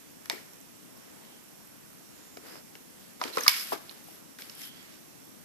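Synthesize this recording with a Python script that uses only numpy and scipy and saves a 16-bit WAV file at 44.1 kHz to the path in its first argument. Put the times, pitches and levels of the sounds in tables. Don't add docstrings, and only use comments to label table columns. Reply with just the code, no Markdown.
import sys
import numpy as np
from scipy import signal
from scipy.io import wavfile
from scipy.ndimage import uniform_filter1d, minimum_filter1d

SR = 44100
rng = np.random.default_rng(int(sys.argv[2]) if len(sys.argv) > 2 else 0)


def natural_amplitude(level_db):
    exponent = np.asarray(level_db, float) / 20
    return 10 ** exponent


def generate_wav(signal):
    frames = np.transpose(np.atleast_2d(signal))
    scaled = np.clip(frames, -1, 1) * 32767
    pcm = np.round(scaled).astype(np.int16)
    wavfile.write(sys.argv[1], SR, pcm)


N = 240034

# (frequency [Hz], level [dB per Hz])
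LEFT_FLOOR = [(25, -103), (70, -102), (160, -76.5), (280, -75), (450, -87), (700, -89.5), (1200, -94.5),
              (3000, -96), (6000, -103.5), (9000, -98), (11400, -93.5), (13500, -97.5), (15000, -100)]
RIGHT_FLOOR = [(25, -101), (70, -92.5), (160, -86), (280, -82.5), (450, -84.5), (700, -88.5), (1500, -91.5),
               (4000, -95.5), (6300, -91.5), (8500, -94.5), (15000, -94.5)]
# (frequency [Hz], likeness [-1 to 1])
FLOOR_LIKENESS = [(60, 0.38), (150, -0.57), (380, -0.47), (950, -0.039), (2380, 0.034), (5980, -0.0085),
                  (15000, -0.029)]
# (frequency [Hz], width [Hz], level [dB])
RIGHT_HUMPS = [(5550, 410, 3.5), (8000, 690, 1.5), (12000, 1400, 2)]
# (time [s], peak [dB], pitch [Hz])
STRONG_TICKS = [(0.116, -47, 12100), (0.1625, -51, 11800), (0.211, -50, 12000), (0.3252, -48, 11900),
                (0.3485, -45, 11700), (0.5343, -47, 11900), (0.5572, -47, 11600), (0.6037, -47, 12100),
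                (0.72, -48, 12000), (0.8359, -57, 12000), (0.9287, -47, 11800), (0.9754, -46, 11700),
                (0.9983, -48, 11900), (1.3004, -52, 11900), (1.3468, -56, 11900), (1.4398, -50, 11900),
                (1.4899, -52, 12000), (1.5093, -47, 11900), (1.5326, -50, 11700), (1.5789, -45, 11900),
                (1.6025, -54, 11700), (1.6261, -51, 12000), (1.6486, -49, 12000), (1.6737, -45, 12200),
                (1.6955, -49, 11700), (1.8113, -54, 12200), (1.8615, -51, 11900), (1.904, -51, 11800),
                (1.9333, -49, 11900), (1.9506, -47, 11900), (1.9737, -48, 11700), (2.2726, -50, 12100),
                (2.8343, -54, 12100), (2.9967, -48, 12200), (3.1347, -49, 12100), (3.4901, -43, 12000),
                (3.817, -49, 11900), (4.042, -43, 11600), (4.2029, -52, 12300), (4.4118, -46, 11800),
                (4.4354, -49, 11600), (5.2526, -47, 12300), (5.2712, -45, 11900), (5.2941, -47, 11800),
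                (5.3173, -48, 12100), (5.3448, -50, 12200), (5.4139, -48, 12000)]
# (frequency [Hz], gain [dB])
LEFT_PORT = [(50, -8), (130, 6), (300, 4), (700, 0), (2500, 0.5), (4000, -2), (5600, -8), (7000, -2.5),
             (9000, 0), (11800, 14), (14500, 3)]
RIGHT_PORT = [(50, -17), (130, -0.5), (300, -11), (700, -0.5), (2500, 0.5), (4000, 3.5), (4600, 6),
              (5050, 8), (5600, 7), (6300, 4), (9000, -6.5), (11600, 0), (14500, -14.5)]
# (frequency [Hz], time to fall 60 dB [s])
ROOM_DECAY = [(200, 0.11), (600, 0.33), (2000, 0.51), (5000, 0.18), (12000, 0.019)]
# (delay [s], level [dB])
ECHOES = [(.0042, -3.5), (.0085, -35), (.0125, -11), (.0155, -33), (.021, -14), (.027, -15.5)]
# (start [s], length [s], pitch [Hz], level [dB], steadiness [ratio])
SQUEAKS = [(1.17, 0.26, 3050, -66, .1), (2.45, 0.17, 5000, -63, .1), (3.325, 0.031, 4070, -46.5, .3),
           (3.488, 0.09, 2600, -46, .1), (3.49, 0.16, 5060, -46, .1), (4.538, 0.1, 3200, -62, 1.2),
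           (4.499, 0.13, 5250, -67, .3), (4.6, 0.16, 3110, -53.5, 1.3), (4.626, .025, 5300, -54.5, .5),
           (4.741, 0.09, 3200, -58, 1.5), (4.632, .035, 3150, -53, 2), (4.77, .17, 2050, -59, .1),
           (2.08, 0.4, 7000, -62, .1)]
# (frequency [Hz], level [dB])
SCRAPE_COLOUR = [(1200, -1), (1700, 1.5), (2300, 1), (3100, 1), (4200, -0.5), (5000, -2), (5900, -4.5),
                 (7000, -4), (9000, -4), (12000, -43)]
BODY_COLOUR = [(90, -50), (150, -28), (300, -4.5), (500, -4.5), (900, -11.5), (1400, -11), (2200, -14)]
SHEEN_COLOUR = [(5000, -23), (8000, -2.5), (10000, -4), (12000, -4.5), (15000, -3.5)]
# (start [s], length [s], scrape [dB], body against scrape [dB], sheen against scrape [dB])
SLIDES = [(.4, 0.23, -64.5, 1, -3), (0.845, 0.62, -67, 6, -14), (2.048, 0.34, -64, -4, -6),
          (2.9, .28, -63, -1, -3), (2.409, 0.16, -55.5, 5, -3), (2.497, .13, -58, 4.5, -3),
          (3.19, 0.14, -44.5, 1, -7), (3.306, 0.19, -41.5, -5.5, -3.5), (3.406, 0.12, -43, -9, -4.5),
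          (3.536, 0.15, -44.5, -13, 3), (3.66, 0.1, -47, -8, 3), (3.768, 0.31, -59, -1.5, -0.5),
          (4.013, 0.21, -60, -3.5, 3), (4.46, 0.15, -58, -6, -6), (4.56, 0.15, -49, -14, 1.5),
          (4.69, 0.21, -56.5, -4, -21), (4.848, 0.16, -59, -10, -14)]
# (start [s], time to fall 60 dB [s], scrape [dB], body against scrape [dB], sheen against scrape [dB])
SKIDS = [
    (0.308, 0.42, -44, -0.5, -5),
    (3.483, 0.17, -41, -23, 13),
    (3.487, 0.7, -31, -34, -6),
    (3.72, 0.18, -37, 3.5, -2.5),
    (4.39, 0.76, -50, -6, -1),
]
# (frequency [Hz], width [Hz], level [dB])
ITEM_MODES = [(2250, 270, 3), (3500, 260, -15), (2940, 120, -4), (1880, 170, 5), (1000, 360, 0),
              (465, 460, 2.5), (650, 38, 3.5), (1365, 120, 4.5)]
# (time [s], peak [dB], centre [Hz], rattle time to fall 60 dB [s], left over right [dB])
KNOCKS = [(0.3015, -32, 815, 0.033, 5), (.331, -38, 362, 0.19, -4), (2.3696, -39.5, 492, 0.021, -5),
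          (2.555, -41.5, 710, 0.035, 0), (3.2141, -18.5, 1160, 0.0034, 3), (3.2225, -28, 810, 0.022, 0),
          (3.246, -36, 412, 0.12, -3), (3.371, -22.5, 1130, 0.094, 6), (3.463, -21.5, 1240, 0.062, 4.5),
          (3.72, -27, 920, 0.051, 7), (3.731, -34, 500, 0.04, -4), (3.749, -37, 360, 0.037, -4),
          (4.084, -46, 760, 0.025, 0)]
# (time [s], peak [dB], centre [Hz], width [octaves], left over right [dB])
CLICKS = [(0.2571, -32, 2370, 2, 4), (0.2981, -19, 3500, 2.9, -4), (.5335, -50, 7000, 0.37, -15),
          (0.6127, -45, 8000, 0.34, -17), (2.371, -33, 1880, 1.6, 2), (2.555, -40, 2000, 1.1, 4),
          (2.7534, -36.5, 1800, 1.7, 4.5), (3.2147, -31, 3990, 0.6, -8.5), (3.2382, -23, 3600, 1.34, -5),
          (3.278, -33, 3000, 0.78, 5), (3.371, -26, 4000, 1.7, -18), (3.383, -20.5, 2500, 2, -6),
          (3.466, -27, 4700, 0.31, -3), (3.4776, -22, 4960, 0.9, -1), (3.4792, -12.5, 5150, 0.8, -13),
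          (3.4803, -26, 200, 1.9, -7.5), (3.4806, -9, 5250, 2.8, 8), (3.489, -28.5, 2630, 0.94, 27),
          (3.493, -17.5, 4020, 0.87, 16), (3.8953, -38, 3370, 0.38, -3), (3.911, -30.5, 3000, 3.4, -8),
          (4.042, -44, 11600, .55, -7), (4.3867, -32, 3000, 1.4, 3), (4.4203, -31.5, 3600, 0.92, 4),
          (4.4108, -42, 4500, 1.1, 1), (4.4972, -34, 3800, 1.33, -4), (4.5512, -41, 10600, .3, -2),
          (4.617, -32, 4200, 1.3, -3)]
# (time [s], peak [dB], pitch [Hz], left over right [dB])
PINGS = [(0.306, -38, 2250, 6), (.307, -42, 5700, -3), (0.312, -31, 1950, 11), (0.3139, -40, 950, 3),
         (.3185, -41, 900, -3), (.349, -44, 2100, 3), (.3772, -44, 1870, 2), (0.381, -43, 1900, 4),
         (.415, -50, 1900, -2), (0.32, -36, 7900, .8), (.3245, -38, 2200, 3), (.328, -37, 2150, 5),
         (.338, -37, 2200, 3), (2.3702, -51, 5100, -2), (2.753, -45, 2770, 2), (2.7527, -48, 5710, 8),
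         (3.238, -30, 2240, -2), (3.2381, -40, 4870, -2), (3.2385, -32.5, 3170, -9), (3.238, -43, 5700, 0),
         (3.2773, -40, 4100, 0), (3.2784, -41, 2180, 0), (3.406, -34, 6450, -9), (3.4083, -31, 6300, -8),
         (3.409, -42, 11900, 3), (3.4348, -35, 5820, -8), (3.4356, -31.5, 5600, -11),
         (3.4353, -34, 11300, 0), (3.8945, -36, 4090, -7), (4.084, -46, 780, 6), (4.3888, -38, 1550, -1),
         (4.4206, -38, 4880, -2), (4.4208, -43, 3400, 1), (4.4972, -45, 3000, 4), (4.6172, -47, 2000, 4),
         (2.7532, -44, 1600, 4), (2.3703, -41, 2310, 2), (2.3705, -43.5, 1290, 2), (3.912, -45, 1100, 3),
         (4.4968, -41, 5400, -5)]
# (time [s], peak [dB], pitch
# [Hz], time to fall 60 dB [s], left over right [dB])
BUMP_RINGS = [(3.2875, -40, 402, .035, 3), (3.303, -43, 380, .05, 3), (2.37, -42, 427, 0.022, 3),
              (2.3821, -44, 392, 0.041, 1), (2.757, -46, 485, 0.017, 0), (3.2142, -21, 950, 0.012, -4),
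              (3.215, -40, 1390, 0.012, 7), (3.2144, -27.5, 745, 0.019, -2), (3.2144, -32, 2100, 0.012, -3),
              (3.2185, -24, 1000, .012, -5), (3.249, -37, 254, 0.093, -3), (3.3712, -27, 800, .012, -4),
              (3.3715, -30, 1960, .012, -3), (3.373, -37.5, 266, 0.056, -2), (3.3727, -19, 477, 0.02, 2),
              (3.3735, -22, 1300, .016, -6), (3.3713, -21.5, 1075, .02, -2), (3.3825, -30, 1990, .02, 3),
              (3.3836, -32, 2450, 0.033, 3), (3.3828, -29, 1260, 0.018, 3), (3.386, -30, 470, 0.019, -1),
              (3.391, -31, 1000, 0.028, -1), (3.396, -30, 480, 0.027, -5), (3.41, -33, 1690, .025, 7),
              (3.4636, -26, 1193, .025, 9), (3.4632, -29, 2100, .012, 2), (3.4667, -22.5, 1160, 0.029, 2),
              (3.467, -28, 1770, 0.017, 3), (3.7194, -30, 1230, 0.0077, 10), (3.7215, -26, 652, 0.034, -12),
              (3.7204, -24, 1050, 0.018, 5.5), (3.7255, -32, 520, .025, 6), (3.7245, -30, 845, .015, 1),
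              (3.725, -44, 258, 0.1, -2.5), (3.729, -30, 705, 0.017, 0), (3.7315, -29.5, 445, 0.041, 0),
              (3.7284, -26.5, 1150, .015, 5), (3.7336, -25, 1220, 0.012, 1), (3.7344, -37, 1574, 0.025, 9),
              (3.7499, -36.5, 400, .025, -2),
              (.298, -39, 330, .015, 2),
    (.3008, -32, 900, 0.014, 4),
    (0.3307, -41, 380, .025, 4),
    (.3365, -39, 420, .02, 2),
    (0.3442, -44, 370, 0.051, 4),
    (.364, -49, 400, 0.036, 2),
]
# (pitch [Hz], peak [dB], time to fall 60 dB [s], left over right [dB])
CASE_MODES = [(626, -35.5, 0.014, 6), (1030, -28, 0.0093, 0), (1680, -28, 0.012, 3),
              (2345, -23.5, 0.016, 4.5), (2830, -29.5, .013, -8), (3630, -21, 0.0081, -0.5),
              (4560, -25, 0.014, 3), (5200, -19.5, 0.0082, 6), (5860, -28, 0.0087, 0),
              (6750, -26, 0.008, 4), (7640, -27.5, .008, 7), (10350, -34.5, 0.0057, 3),
              (11570, -35, 0.0057, 1), (13200, -44, .004, 0)]
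# (pitch [Hz], peak [dB], time to fall 60 dB [s], left over right [dB])
SNAP_MODES = [(1007, -19.5, 0.021, 0), (1350, -29, 0.012, 8), (2237, -8, 0.016, 3), (2920, -20, 0.017, -6),
              (3540, -15.5, 0.012, -10), (4150, -15.5, 0.014, -8), (4950, -7, 0.0082, -5),
              (5710, -16.5, 0.016, -4), (9480, -19, 0.0058, 3), (11540, -20, 0.0093, 2.5),
              (11800, -27, .009, -2), (12600, -22, 0.0089, 4)]


def evened(x):
    return x / np.sqrt(np.mean(x ** 2) + 1e-20)


def read(points, hz):
    f, value = np.transpose(points)
    return np.interp(np.log(hz + 1), np.log(f + 1), value)


def causal(gain_db):
    log_gain = np.log(natural_amplitude(np.maximum(gain_db, -100)))
    full = np.concatenate([log_gain, log_gain[-2:0:-1]])
    return np.fft.ifft(np.exp(np.conj(signal.hilbert(full)))).real[:1024]


def colour(x, points):
    gain_db = read(points, np.fft.rfftfreq(2048, 1 / SR))
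    return signal.oaconvolve(x, causal(gain_db))[:len(x)]


def add(mix, s, sound):
    part = mix[:, round(s * SR):][:, :sound.shape[1]]
    part += sound[:, :part.shape[1]]


def sides(pan_db):
    return natural_amplitude([[pan_db / 2], [-pan_db / 2]])


def ring(db, hz, t60, pan_db):
    t = np.arange(4096) / SR
    rise_s = 0.00026 + 0.52 / hz
    swell = 1 - np.exp(-(t / rise_s) ** 2)
    shape = swell * natural_amplitude(-60 * t / max(t60, .002))
    return natural_amplitude(db) * shape / shape.max() * np.sin(2 * np.pi * hz * t) * sides(pan_db)


def floor():
    patchy_db = 0.8
    frames, hz = N // 256 + 5, np.fft.rfftfreq(1024, 1 / SR)
    a, b, c, d, patches = rng.standard_normal((frames, 513, 5)).T
    patches = evened(uniform_filter1d(uniform_filter1d(patches, 12, 0), 14, 1))
    same = np.clip(read(FLOOR_LIKENESS, hz), -1, 1)[:, None]
    left = a + 1j * b
    right = same * left + np.sqrt(1 - same ** 2) * (c + 1j * d)
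    level_db = np.array([read(LEFT_FLOOR, hz), read(RIGHT_FLOOR, hz)])[:, :, None]
    z = np.array([left, right]) * natural_amplitude(level_db + 17 + patchy_db * patches)
    humps_db = sum(db / (1 + (2 * (hz - f) / width) ** 4) for f, width, db in RIGHT_HUMPS)
    z[1] *= natural_amplitude(humps_db)[:, None]
    return signal.istft(z, nperseg=1024, noverlap=768)[1][:, :N]


def high_ticks():
    first_s, every_s = 0.0232, 1024 / SR
    faint_db, spread_db, faint_hz = -49.5, 4.5, 11900
    out, steps = np.zeros((2, N)), np.arange(first_s, N / SR, every_s)
    chance = rng.standard_normal((len(steps), 2))
    rows = [(s, db + 6.5, hz) for s, db, hz in STRONG_TICKS]
    for s, (a, b) in zip(steps, chance):
        rows.append((s, faint_db + spread_db * a, faint_hz * (1 + 0.024 * b)))
    for s, db, hz in rows:
        add(out, s, ring(db, hz, 0.0043, 0)[:, :512])
    return out * [[0], [1]]


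def room(x, wet_db=-18, echo_db=-14):
    size = SR // 2
    reflections = np.zeros((2, size))
    at = np.arange(240, size - 20, 20) + rng.integers(0, 20, (2, (size - 241) // 20))
    np.put_along_axis(reflections, at, rng.choice([-1., 1.], at.shape), 1)
    hz, t, z = signal.stft(reflections, SR, nperseg=256)
    fade = natural_amplitude(-60 * t / read(ROOM_DECAY, hz)[:, None])
    tail = signal.istft(z * fade, SR, nperseg=256)[1][:, :size]
    tail *= natural_amplitude(wet_db) / np.linalg.norm(tail[0])
    for s, db in ECHOES:
        delay = round(s * SR) + rng.integers(-20, 20, 2)
        tail[[0, 1], delay] += natural_amplitude(db + echo_db) * rng.choice([-1, 1], 2)
    tail[[0, 1], [4, 0]] += 1
    return signal.fftconvolve(x, tail, axes=1)[:, :N]


def squeak(start, length, hz, db, steady):
    width_hz, glide_hz_per_s = 260, 600
    t = np.arange(0, length, 1 / SR)
    turn = np.exp(2j * np.pi * np.cumsum(hz + glide_hz_per_s * t) / SR)
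    r = np.exp(-np.pi * width_hz / SR)
    a, b = signal.lfilter([1 - r], [1, -r], rng.standard_normal((2, SR // 2)))[:, :len(t)]
    tone = evened((turn * (steady + evened(a) + 1j * evened(b))).real)
    arch = np.sin(np.pi * t / length) ** 0.5
    return start, tone * natural_amplitude(db) * arch * natural_amplitude([[-4], [1.5]])


def pressure():
    t, power = np.arange(N) / SR, np.zeros((3, N))
    for start, length, db, body_db, sheen_db in SLIDES:
        arch = np.sin(np.pi * np.clip((t - start) / length, 0, 1)).clip(0) ** 0.93
        arch = arch * (t < start + length)
        power += (natural_amplitude(db + np.array([[0], [body_db], [sheen_db]])) * arch) ** 2
    for start, t60, db, body_db, sheen_db in SKIDS:
        since = np.maximum(t - start, 0)
        fade = np.minimum(since / 0.0086, 1) * natural_amplitude(-60 * since / t60)
        power += (natural_amplitude(db + np.array([[0], [body_db], [sheen_db]])) * fade) ** 2
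    return np.sqrt(power)


def rubs(grains_per_s=6000, spread_db=4.0, smooth=2, flutter_db=1.1):
    slips = natural_amplitude(spread_db * np.minimum(rng.exponential(1, N), 5))
    slips = slips * (rng.random(N) < grains_per_s / SR)
    drive = (evened(slips) + smooth) * rng.standard_normal((3, 2, N))
    flutter = uniform_filter1d(uniform_filter1d(rng.standard_normal((3, 1, N)), 250), 250)
    drive *= natural_amplitude(flutter_db * evened(flutter))
    colours = [(400, -44)] + SCRAPE_COLOUR, BODY_COLOUR + [(5000, -72)], SHEEN_COLOUR
    layers = [evened(np.array([colour(x, c) for x in pair])) for pair, c in zip(drive, colours)]
    return sum(level * layer for level, layer in zip(pressure(), layers))


def tap(db, hz, octaves, t60, pan_db, blow=2.3, unlike=0.51):
    f, t = np.fft.rfftfreq(2048, 1 / SR) + 1, np.arange(4096) / SR
    shared, left, right = rng.standard_normal((3, 4096))
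    rattle = shared + unlike * np.array([left, right])
    rattle *= natural_amplitude(-60 * t / max(t60, .002)) * np.minimum(t / 0.00098, 1)
    rattle[:, 12] += blow * 2
    band = natural_amplitude(-6 * (np.log2(f / hz) / max(octaves, .1)) ** 2)
    modes = 1 + sum(natural_amplitude(m_db) / (1 + (2 * (f - m_hz) / width) ** 2) for m_hz, width, m_db in ITEM_MODES)
    body = causal(20 * np.log10(band * modes + 1e-4))
    sound = signal.fftconvolve(rattle, body[None], axes=1)
    return natural_amplitude(db) * sound / abs(sound).max() * sides(pan_db)


def clicks_and_knocks():
    out = np.zeros((2, N))
    for s, db, hz, octaves, pan_db in CLICKS:
        add(out, s - 12 / SR, tap(db, hz, octaves, 0.019, pan_db))
    for s, db, hz, t60, pan_db in KNOCKS:
        add(out, s - 12 / SR, tap(db, hz, 0.49, t60, pan_db))
    return out


def ringing_bodies():
    out = np.zeros((2, N))
    case_s, snap_s = 0.2977, 3.4799
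    for s, db, hz, pan_db in PINGS:
        t60 = 0.011 * (hz / 4000) ** -0.41
        add(out, s, ring(db, hz, t60, pan_db))
    for s, modes in [(case_s, CASE_MODES), (snap_s, SNAP_MODES)]:
        for hz, db, t60, pan_db in modes:
            add(out, s, ring(db, hz, t60, pan_db))
    for s, *row in BUMP_RINGS:
        add(out, s, ring(*row))
    return out


def scene():
    air = room(clicks_and_knocks() + ringing_bodies()) + rubs()
    for row in SQUEAKS:
        add(air, *squeak(*row))
    ports = np.array([colour(air[0], LEFT_PORT), -colour(air[1], RIGHT_PORT)])
    return ports + floor() + high_ticks()


def roll_off(x):
    return signal.sosfilt(signal.butter(12, 15800, fs=SR, output="sos"), x)


def record(dry, knee_db=-38, slope=8.4, split_hz=170):
    bass = signal.sosfiltfilt(signal.butter(4, split_hz, fs=SR, output="sos"), dry)
    power_db = 10 * np.log10(abs(uniform_filter1d((dry ** 2).mean(0), 400)) + 1e-12)
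    lasting_db = minimum_filter1d(power_db, size=1800, origin=850)
    cut_db = np.clip(slope * (lasting_db - knee_db), 0, 26)
    wet = dry - bass * (1 - natural_amplitude(-uniform_filter1d(cut_db, 600)))
    wet = wet + 0.056 * wet ** 4
    band_limit = signal.firwin(301, 14550, window=("kaiser", 8), fs=SR)
    low = signal.oaconvolve(wet, band_limit[None], "same")
    wide = signal.sosfiltfilt(signal.butter(8, 15900, fs=SR, output="sos"), wet)
    quick = abs(uniform_filter1d((wet ** 2).mean(0), size=128))
    sudden = quick > 16 * np.roll(abs(uniform_filter1d(quick, size=900)), 600)
    opening = uniform_filter1d(1. * sudden, size=200)
    mix = low + natural_amplitude(-7) * (wide - low) * opening
    return roll_off(np.clip(mix, -1, 1))


dry = scene()
out = record(dry)
generate_wav(out)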